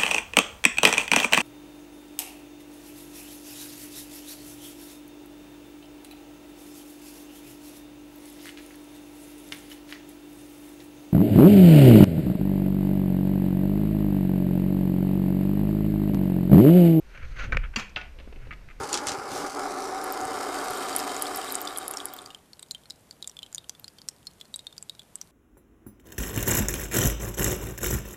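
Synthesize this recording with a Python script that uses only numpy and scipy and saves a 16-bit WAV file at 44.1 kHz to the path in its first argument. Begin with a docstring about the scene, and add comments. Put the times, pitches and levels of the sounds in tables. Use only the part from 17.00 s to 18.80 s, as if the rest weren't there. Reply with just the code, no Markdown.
"""A blade scrapes and hisses over plastic tiles, slaps the floor and cracks against a puck: a backyard hockey shot.
The puck bangs into a goal that booms and rattles, then drops on the tiles; feet shift and the blade nudges new pucks.
Solid blows are damped sine modes over short noise cracks; scrapes are grainy noise; the groan and chatter are
sines of unsteady pitch. A noise tail gives the yard's echo, over buffeting air, yard noise and a thin whine."""
import sys
import numpy as np
from scipy import signal
from scipy.fft import rfft, irfft, next_fast_len
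from scipy.io import wavfile
from scipy.ndimage import uniform_filter1d, map_coordinates

SR = 44100
rng = np.random.default_rng(int(sys.argv[2]) if len(sys.argv) > 2 else 0)


def int16_out(signal):
    """Quantize to a 16-bit WAV file."""
    q = np.round(np.clip(np.atleast_2d(signal).T, -1, 1) * 32767)
    wavfile.write(sys.argv[1], SR, q.astype(np.int16))


N = 79380  # samples, 1.8 s


def amp(db):
    """Linear gain from dB."""
    return 10 ** (np.asarray(db) / 20)


def unit(x):
    """x at rms 1."""
    return x / np.sqrt(np.mean(x ** 2) + 1e-20)


def along(points, hz):
    """Value at hz between (hz, value) points, on a log frequency axis."""
    f, v = np.transpose(points)
    return np.interp(np.log(hz + 1), np.log(f + 1), v)


def curve(rows):
    """One value per sample from (s, value) rows."""
    return np.interp(np.arange(N) / SR, *np.transpose(rows))


def wobble(rate):
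    """A smooth random curve with rate knots a second."""
    knots = rng.standard_normal(N // 8)
    return map_coordinates(knots, [np.arange(N) * rate / SR])


def coloured(x, colour):
    """x shaped by a spectrum of (hz, db) points, at rms 1."""
    gain = amp(along(colour, np.fft.rfftfreq(N, 1 / SR)))
    return unit(irfft(rfft(x) * gain, N))


def noise(colour):
    """Steady coloured noise at rms 1."""
    return coloured(rng.standard_normal(N), colour)


def burst(colour, t60):
    """Coloured noise with a fast attack that dies away 60 dB in t60 seconds."""
    t = np.arange(N) / SR
    return noise(colour) * amp(-60 * t / t60) * (1 - np.exp(-t / 0.0003))


def ring(modes, share=1):
    """Damped sine modes of alternating sign, their levels a little different at every blow."""
    t = np.arange(SR // 2) / SR
    y = np.zeros(len(t))
    for k, (hz, db, t60) in enumerate(modes):
        decay = amp(db + rng.normal(0, 1) - 60 * t / (t60 * share))
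        y += (-1) ** k * decay * np.sin(2 * np.pi * hz * t)
    return np.pad(y * (1 - np.exp(-t / 0.00039)), (0, N - len(t)))


def tilted(treble_db, hz, half_hz):
    """Smooth treble tilt in dB: half of treble_db at half_hz, nearly all of it far above."""
    return treble_db * hz ** 2 / (hz ** 2 + half_hz ** 2)


def add(track, s, x):
    """Mix x into the track at time s."""
    i = int(s * SR)
    track[i:i + len(x)] += x[:N - i]


# Yard echo decay: hz, t60_s
ECHO_DECAY = [(200, 0.32), (1000, 0.29), (2500, 0.32), (6000, 0.24), (14000, 0.19)]


def echo(x, wet_db, build_s):
    """x with the scattered answer of the boards and house: a noise tail that builds, then fades by frequency."""
    hz, t, z = signal.stft(rng.standard_normal(SR // 2), SR, nperseg=256)
    decay = amp(-60 * t / along(ECHO_DECAY, hz)[:, None])
    tail = signal.istft(z * decay * (1 - np.exp(-t / build_s)), SR, nperseg=256)[1]
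    return x + amp(wet_db) * signal.fftconvolve(x, tail / np.linalg.norm(tail))[:N]


CRACK_DB = -5  # crack against ring, for the shot and the nudges
STICK_CRACK_T60_S = 0.037  # before each contact's ring share
# The shot, stick on floor and puck: start_s, level_db, ring_share (scales t60), treble_db, body_db (below 1 kHz)
STICK_CONTACTS = [(0.175, -39.5, 1.1, 4, 7), (0.227, -45.5, 2.3, 8, 12.5), (0.522, -19, 1.85, -10, 1),
                  (0.5266, -21, 1.1, -17, 10), (.547, -21, 0.58, -19, 8), (0.5704, -11, 0.33, 7.5, 7.5)]
# Stick modes before tilt and share: pitch_hz, level_db, t60_s
STICK_MODES = [(515, -21, 0.086), (1120, -17, 0.034), (1295, -13, 0.04), (1528, 0.5, 0.025),
               (1622, -6, 0.032), (1817, -5, 0.054), (2060, -11, 0.065), (2330, 1.5, 0.023),
               (2930, -30, 0.066), (4320, -18, 0.024), (5990, -21, 0.017)]
# Crack spectrum before tilt: hz, level_db
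STICK_CRACK_COLOUR = [(150, -4), (330, -18), (550, -3.5), (950, -12.5), (1350, 14.5), (2400, 0),
                      (3200, -7.5), (7000, -19), (8200, -32), (15000, -48)]


def stick():
    """Each contact rings the stick over a short crack; the hardest hit is bright and damped quickly."""
    y = np.zeros(N)
    strength = np.linalg.norm([amp(level) for _, level, _ in STICK_MODES]) / np.sqrt(2)
    for s, db, share, treble_db, body_db in STICK_CONTACTS:
        def tilt(hz):
            return tilted(treble_db, hz, 3000) + body_db * (hz < 1000)

        crack_colour = [(hz, level + tilt(hz)) for hz, level in STICK_CRACK_COLOUR]
        crack = burst(crack_colour, STICK_CRACK_T60_S * share)
        modes = ring([(hz, level + tilt(hz), t60) for hz, level, t60 in STICK_MODES], share)
        add(y, s, amp(db) * (modes / strength + amp(CRACK_DB) * crack))
    return echo(y, wet_db=-21.0, build_s=0.009)


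def blows(hits, modes, colour, ring_db, t60, wet_db, build_s):
    """The puck strikes something: its modes ring dry, and a noise clatter scatters round the yard."""
    y = np.zeros(N)
    for s, db in hits:
        clatter = echo(burst(colour, t60), wet_db, build_s)
        add(y, s, amp(db) * (amp(ring_db) * ring(modes) + clatter))
    return y


BOOM_S, BOOM_DB = .771, -27
# Puck against goal: start_s, level_db
GOAL_BANGS = [(.76, -25), (.7625, -23), (.768, -30.5)]
# Goal modes: pitch_hz, level_db, t60_s
GOAL_MODES = [(1162, -13.5, 0.091), (1610, -17, 0.067), (1820, -16, 0.24), (2024, -22, 0.12),
              (2336, -15, 0.083), (2537, -10, 0.052), (2660, 2, 0.053), (2800, -7.5, 0.064),
              (3273, -13, 0.044), (4240, -13, 0.053), (4620, 2, 0.028), (5820, -4.5, 0.02),
              (7150, -5, 0.014)]
# Goal clatter spectrum: hz, level_db
GOAL_CLATTER_COLOUR = [(150, -1.5), (280, -11), (450, 0), (900, -9), (1300, -1), (2800, -0.5),
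                       (3800, -12.5), (4600, -4.5), (5200, -11), (7000, -10.5), (8200, -25), (15000, -35)]
# Low modes of the boards, before BOOM_DB: pitch_hz, level_db, t60_s
BOARD_MODES = [(224, 3, 0.061), (199, -18, 0.56)]
# Goal frame rattles: start_s, level_db
FRAME_RATTLES = [(.786, -35), (0.796, -30.5), (0.801, -35.5), (0.894, -49)]
# Frame rattle spectrum: hz, level_db
FRAME_RATTLE_COLOUR = [(300, -6), (1300, 5), (4800, -5), (6500, -0.5), (8200, -20), (15000, -32)]


def goal():
    """The bang rings the goal, the boards boom low and the frame rattles in noise bursts."""
    y = blows(GOAL_BANGS, GOAL_MODES, GOAL_CLATTER_COLOUR, ring_db=0, t60=0.023, wet_db=-1.5, build_s=0.02)
    add(y, BOOM_S, amp(BOOM_DB) * ring(BOARD_MODES))
    for s, db in FRAME_RATTLES:
        add(y, s, amp(db) * burst(FRAME_RATTLE_COLOUR, t60=0.04))
    return y


ZIP_S, ZIP_LENGTH_S, ZIP_FROM_HZ, ZIP_TO_HZ, ZIP_DB = 0.9585, 0.0065, 5800, 2300, -24.5
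# Puck drops on the tiles: start_s, level_db
PUCK_LANDINGS = [(.9618, -27), (.968, -28.5), (.974, -32), (1.013, -36.5)]
# Tile modes, before ring_db: pitch_hz, level_db, t60_s
TILE_MODES = [(739, -14, 0.21), (1275, -8, 0.12), (1460, -10, 0.22), (1712, -17.5, 0.16),
              (2375, -10, 0.059), (2587, -1.5, 0.076), (2740, 0, 0.034), (3270, -22, 0.015)]
# Tile clatter spectrum: hz, level_db
TILE_CLATTER_COLOUR = [(150, -6.5), (550, -1), (1000, -7.5), (2600, 1), (3500, -10), (5000, -17),
                       (6500, -23.5), (8000, -43), (15000, -54)]


def landing():
    """The puck slaps the floor; high bending waves in the tiles arrive first, as a quick falling zip."""
    y = blows(PUCK_LANDINGS, TILE_MODES, TILE_CLATTER_COLOUR, ring_db=-4.0, t60=0.041, wet_db=-7, build_s=0.011)
    u = np.linspace(0, 1, int(ZIP_LENGTH_S * SR))
    hz = ZIP_FROM_HZ * (ZIP_TO_HZ / ZIP_FROM_HZ) ** u
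    swell = np.sin(np.pi * u ** 2)  # peaks late
    add(y, ZIP_S, amp(ZIP_DB) * swell * np.sin(2 * np.pi * np.cumsum(hz) / SR))
    return y


GRIT_PER_S, GRIT_DB = 540, -5  # grains a second, and their level against the smooth noise
# Scrape spectrum: hz, level_db
SCRAPE_COLOUR = [(150, -26), (380, -12), (520, -7), (760, -18), (1150, -8.5), (1420, 1.5), (1900, -4.5),
                 (2200, -2), (2750, -7.5), (3300, -14.5), (5000, -54), (8000, -47), (14000, -58)]


def scrape():
    """Friction that sticks and slips: smooth noise plus random grains, coloured by the blade."""
    grit = (rng.random(N) < GRIT_PER_S / SR) * rng.standard_normal(N)
    return coloured(rng.standard_normal(N) + amp(GRIT_DB) * unit(grit), SCRAPE_COLOUR)


# Blade and puck sliding on the tiles, before the wobble: time_s, level_db
DRAG_LEVEL = [(0, -79), (.1, -60), (.16, -51.5), (.212, -50.5), (.232, -48), (.28, -59), (.345, -54),
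              (.402, -36.5), (.456, -43), (.47, -47.5), (.512, -53.5), (.575, -48), (.612, -58.5),
              (.65, -42.5), (.722, -83), (.74, -45.5), (.756, -61)]
# High hiss of the scrape, before the wobble: time_s, level_db
HISS_LEVEL = [(0, -92), (.08, -70), (.24, -68.5), (.26, -64), (.35, -66), (.4, -50), (.455, -54.5),
              (.485, -64), (.52, -85)]
# Hiss spectrum: hz, level_db
HISS_SPECTRUM = [(1000, -20), (3400, 1.5), (4200, 6.5), (5300, -6), (6000, 1), (6500, 2.5), (7100, -13),
                 (8200, -19), (14000, -31)]
# Blade sliding up to the next puck: time_s, level_db
REACH_LEVEL = [(1.37, -80), (1.425, -56), (1.49, -61.5), (1.53, -88)]


def drag():
    """Blade and puck rub with an unsteady scrape and hiss, cut at the goal bang; later the blade slides alone."""
    slide = scrape() * amp(curve(DRAG_LEVEL)) + noise(HISS_SPECTRUM) * amp(curve(HISS_LEVEL))
    before_bang = np.arange(N) / SR < GOAL_BANGS[0][0]
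    shot = slide * amp(2.2 * wobble(122.1)) * before_bang
    return shot + scrape() * amp(curve(REACH_LEVEL))


BITE_S, BITE_LENGTH_S, BITE_HZ, BITE_DB = 0.424, 0.024, 1395, -39  # peak time, swell width, mean pitch, peak


def bite():
    """The loaded blade judders as it bites into the tiles: a brief swell of sine with unsteady pitch."""
    u = (np.arange(N) / SR - BITE_S) / BITE_LENGTH_S
    pitch = BITE_HZ * (1 + 0.058 * wobble(600))
    return amp(BITE_DB) * np.exp(-u ** 2) * np.sin(2 * np.pi * np.cumsum(pitch) / SR)


# Blade against the next pucks: start_s, level_db, treble_db (tilts the crack)
PUCK_NUDGES = [(1.5085, -31, -21), (1.5135, -30.5, -10), (1.526, -34.5, 11), (1.534, -38.5, 25),
               (1.687, -41.5, 12), (1.701, -43.5, 9), (1.71, -39, 2)]
# Modes of the lightly touched blade: pitch_hz, level_db, t60_s
BLADE_MODES = [(1243, -9, 0.043), (1560, -14.5, 0.034), (2072, -11.5, 0.042), (2606, -17, 0.072)]
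# Nudge crack spectrum before tilt: hz, level_db
NUDGE_CRACK_COLOUR = [(900, -24), (1400, 4.5), (2200, 10.5), (3300, -5), (5500, -23), (9000, -44)]


def nudges():
    """The blade meets a resting puck with a dull knock, then lighter, brighter ticks."""
    y = np.zeros(N)
    for s, db, treble_db in PUCK_NUDGES:
        colour = [(hz, level + tilted(treble_db, hz, 3500)) for hz, level in NUDGE_CRACK_COLOUR]
        crack = burst(colour, t60=0.039)
        add(y, s, amp(db) * (ring(BLADE_MODES) + amp(CRACK_DB) * crack))
    return echo(y, wet_db=-17.5, build_s=0.019)


# Steps and shuffles: start_s, thud_db, click_db
FOOTSTEPS = [(1.187, -55, -44.5), (1.2, -43.5, -43), (1.275, -39, -75), (1.326, -43, -49),
             (1.36, -39.5, -50), (1.47, -45, -50), (1.525, -40, -57)]
# Thud spectrum: hz, level_db
THUD_COLOUR = [(60, 0.5), (510, -0.5), (680, -12), (2000, -24), (6000, -76)]
# Click spectrum: hz, level_db
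CLICK_COLOUR = [(200, 4), (1200, -4), (2700, 5.5), (4500, -11.5), (9000, -42)]


def steps():
    """The player's feet shift on the tiles: each step is a low thud burst and a higher click burst."""
    y = np.zeros(N)
    for s, thud_db, click_db in FOOTSTEPS:
        thud = amp(thud_db) * burst(THUD_COLOUR, t60=0.045)
        click = amp(click_db) * burst(CLICK_COLOUR, t60=0.051)
        add(y, s, thud + click)
    return echo(y, wet_db=-10.0, build_s=0.028)


RUB_JITTER = 0.0405  # share of the pitch
# A sole rubs as the player turns: time_s, pitch_hz (before jitter), level_db (sine peak)
SOLE_RUB = [(1.125, 619, -69), (1.192, 468, -54), (1.221, 535, -56.5), (1.25, 513, -75)]


def sole():
    """A twisting sole groans briefly on the plastic: a sine with jittering pitch."""
    t = np.arange(N) / SR
    s, hz, db = np.transpose(SOLE_RUB)
    pitch = np.interp(t, s, hz) * (1 + RUB_JITTER * wobble(280))
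    rubbing = (t > s[0]) * (t < s[-1])
    return np.sin(2 * np.pi * np.cumsum(pitch) / SR) * amp(np.interp(t, s, db)) * rubbing


# Air on the microphone: time_s, level_db
BUFFET_LEVEL = [(0, -49), (.19, -44.5), (.24, -31.5), (.285, -41.5), (.32, -29.5), (.36, -41), (.4, -31.5),
                (.5, -35), (.545, -22.5), (.6, -25), (.74, -40.5), (.9, -48.5), (1.15, -43), (1.33, -42.5),
                (1.375, -37), (1.56, -46), (1.8, -44)]
# Buffeting spectrum: hz, level_db
BUFFET_SPECTRUM = [(10, -0.5), (38, 4.5), (50, -7), (63, 2), (82, -25), (115, -11), (160, -31), (1000, -80)]
# Upper rumble of the air: time_s, level_db
FLUTTER_LEVEL = [(0, -77), (.2, -52), (.34, -71), (.45, -40.5), (.57, -38), (.67, -79), (1.35, -68),
                 (1.5, -45.5), (1.56, -55), (1.8, -67.5)]
# Upper rumble spectrum: hz, level_db
FLUTTER_SPECTRUM = [(70, -5), (115, 0), (330, -20), (520, -18.5), (4000, -72)]


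def buffeting():
    """Air buffets the microphone: low noise with its own swells evened out follows drawn swells, plus upper rumble."""
    z = signal.hilbert(noise(BUFFET_SPECTRUM))
    power = np.abs(uniform_filter1d(np.abs(z) ** 2, size=1500))
    even = z.real / np.sqrt(power + 1e-6)
    flutter = noise(FLUTTER_SPECTRUM) * amp(curve(FLUTTER_LEVEL))
    return unit(even) * amp(curve(BUFFET_LEVEL)) + flutter


YARD_DB = -59
# Yard spectrum: hz, level_db
YARD_SPECTRUM = [(110, -15), (180, 2.5), (517, -5.5), (1120, -9), (1430, -8.5), (2780, -11.5),
                 (2940, -15.5), (5730, -19), (15000, -36)]


def yard():
    """The quiet of the yard, as steady coloured noise."""
    return noise(YARD_SPECTRUM) * amp(YARD_DB)


# Electronic whine: pitch_hz, level_db (rms)
WHINE_TONES = [(8781, -84), (11719, -80.5)]


def whine():
    """Thin steady sine tones from electronics."""
    t = np.arange(N) / SR
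    return sum(amp(db) * np.sqrt(2) * np.sin(2 * np.pi * hz * t) for hz, db in WHINE_TONES)


def scene():
    """All the layers summed into one channel."""
    shot = drag() + bite() + stick() + goal() + landing()
    player = steps() + sole() + nudges()
    air = buffeting() + yard() + whine()
    return (shot + player + air)[None]


TOP_HZ = 15350


def record(dry):
    """Nothing passes at or above the band limit."""
    m = next_fast_len(N + SR // 2)
    passed = np.fft.rfftfreq(m, 1 / SR) < TOP_HZ
    return irfft(rfft(dry, m) * passed, m)[..., :N]


dry = scene()
out = record(dry)
int16_out(out)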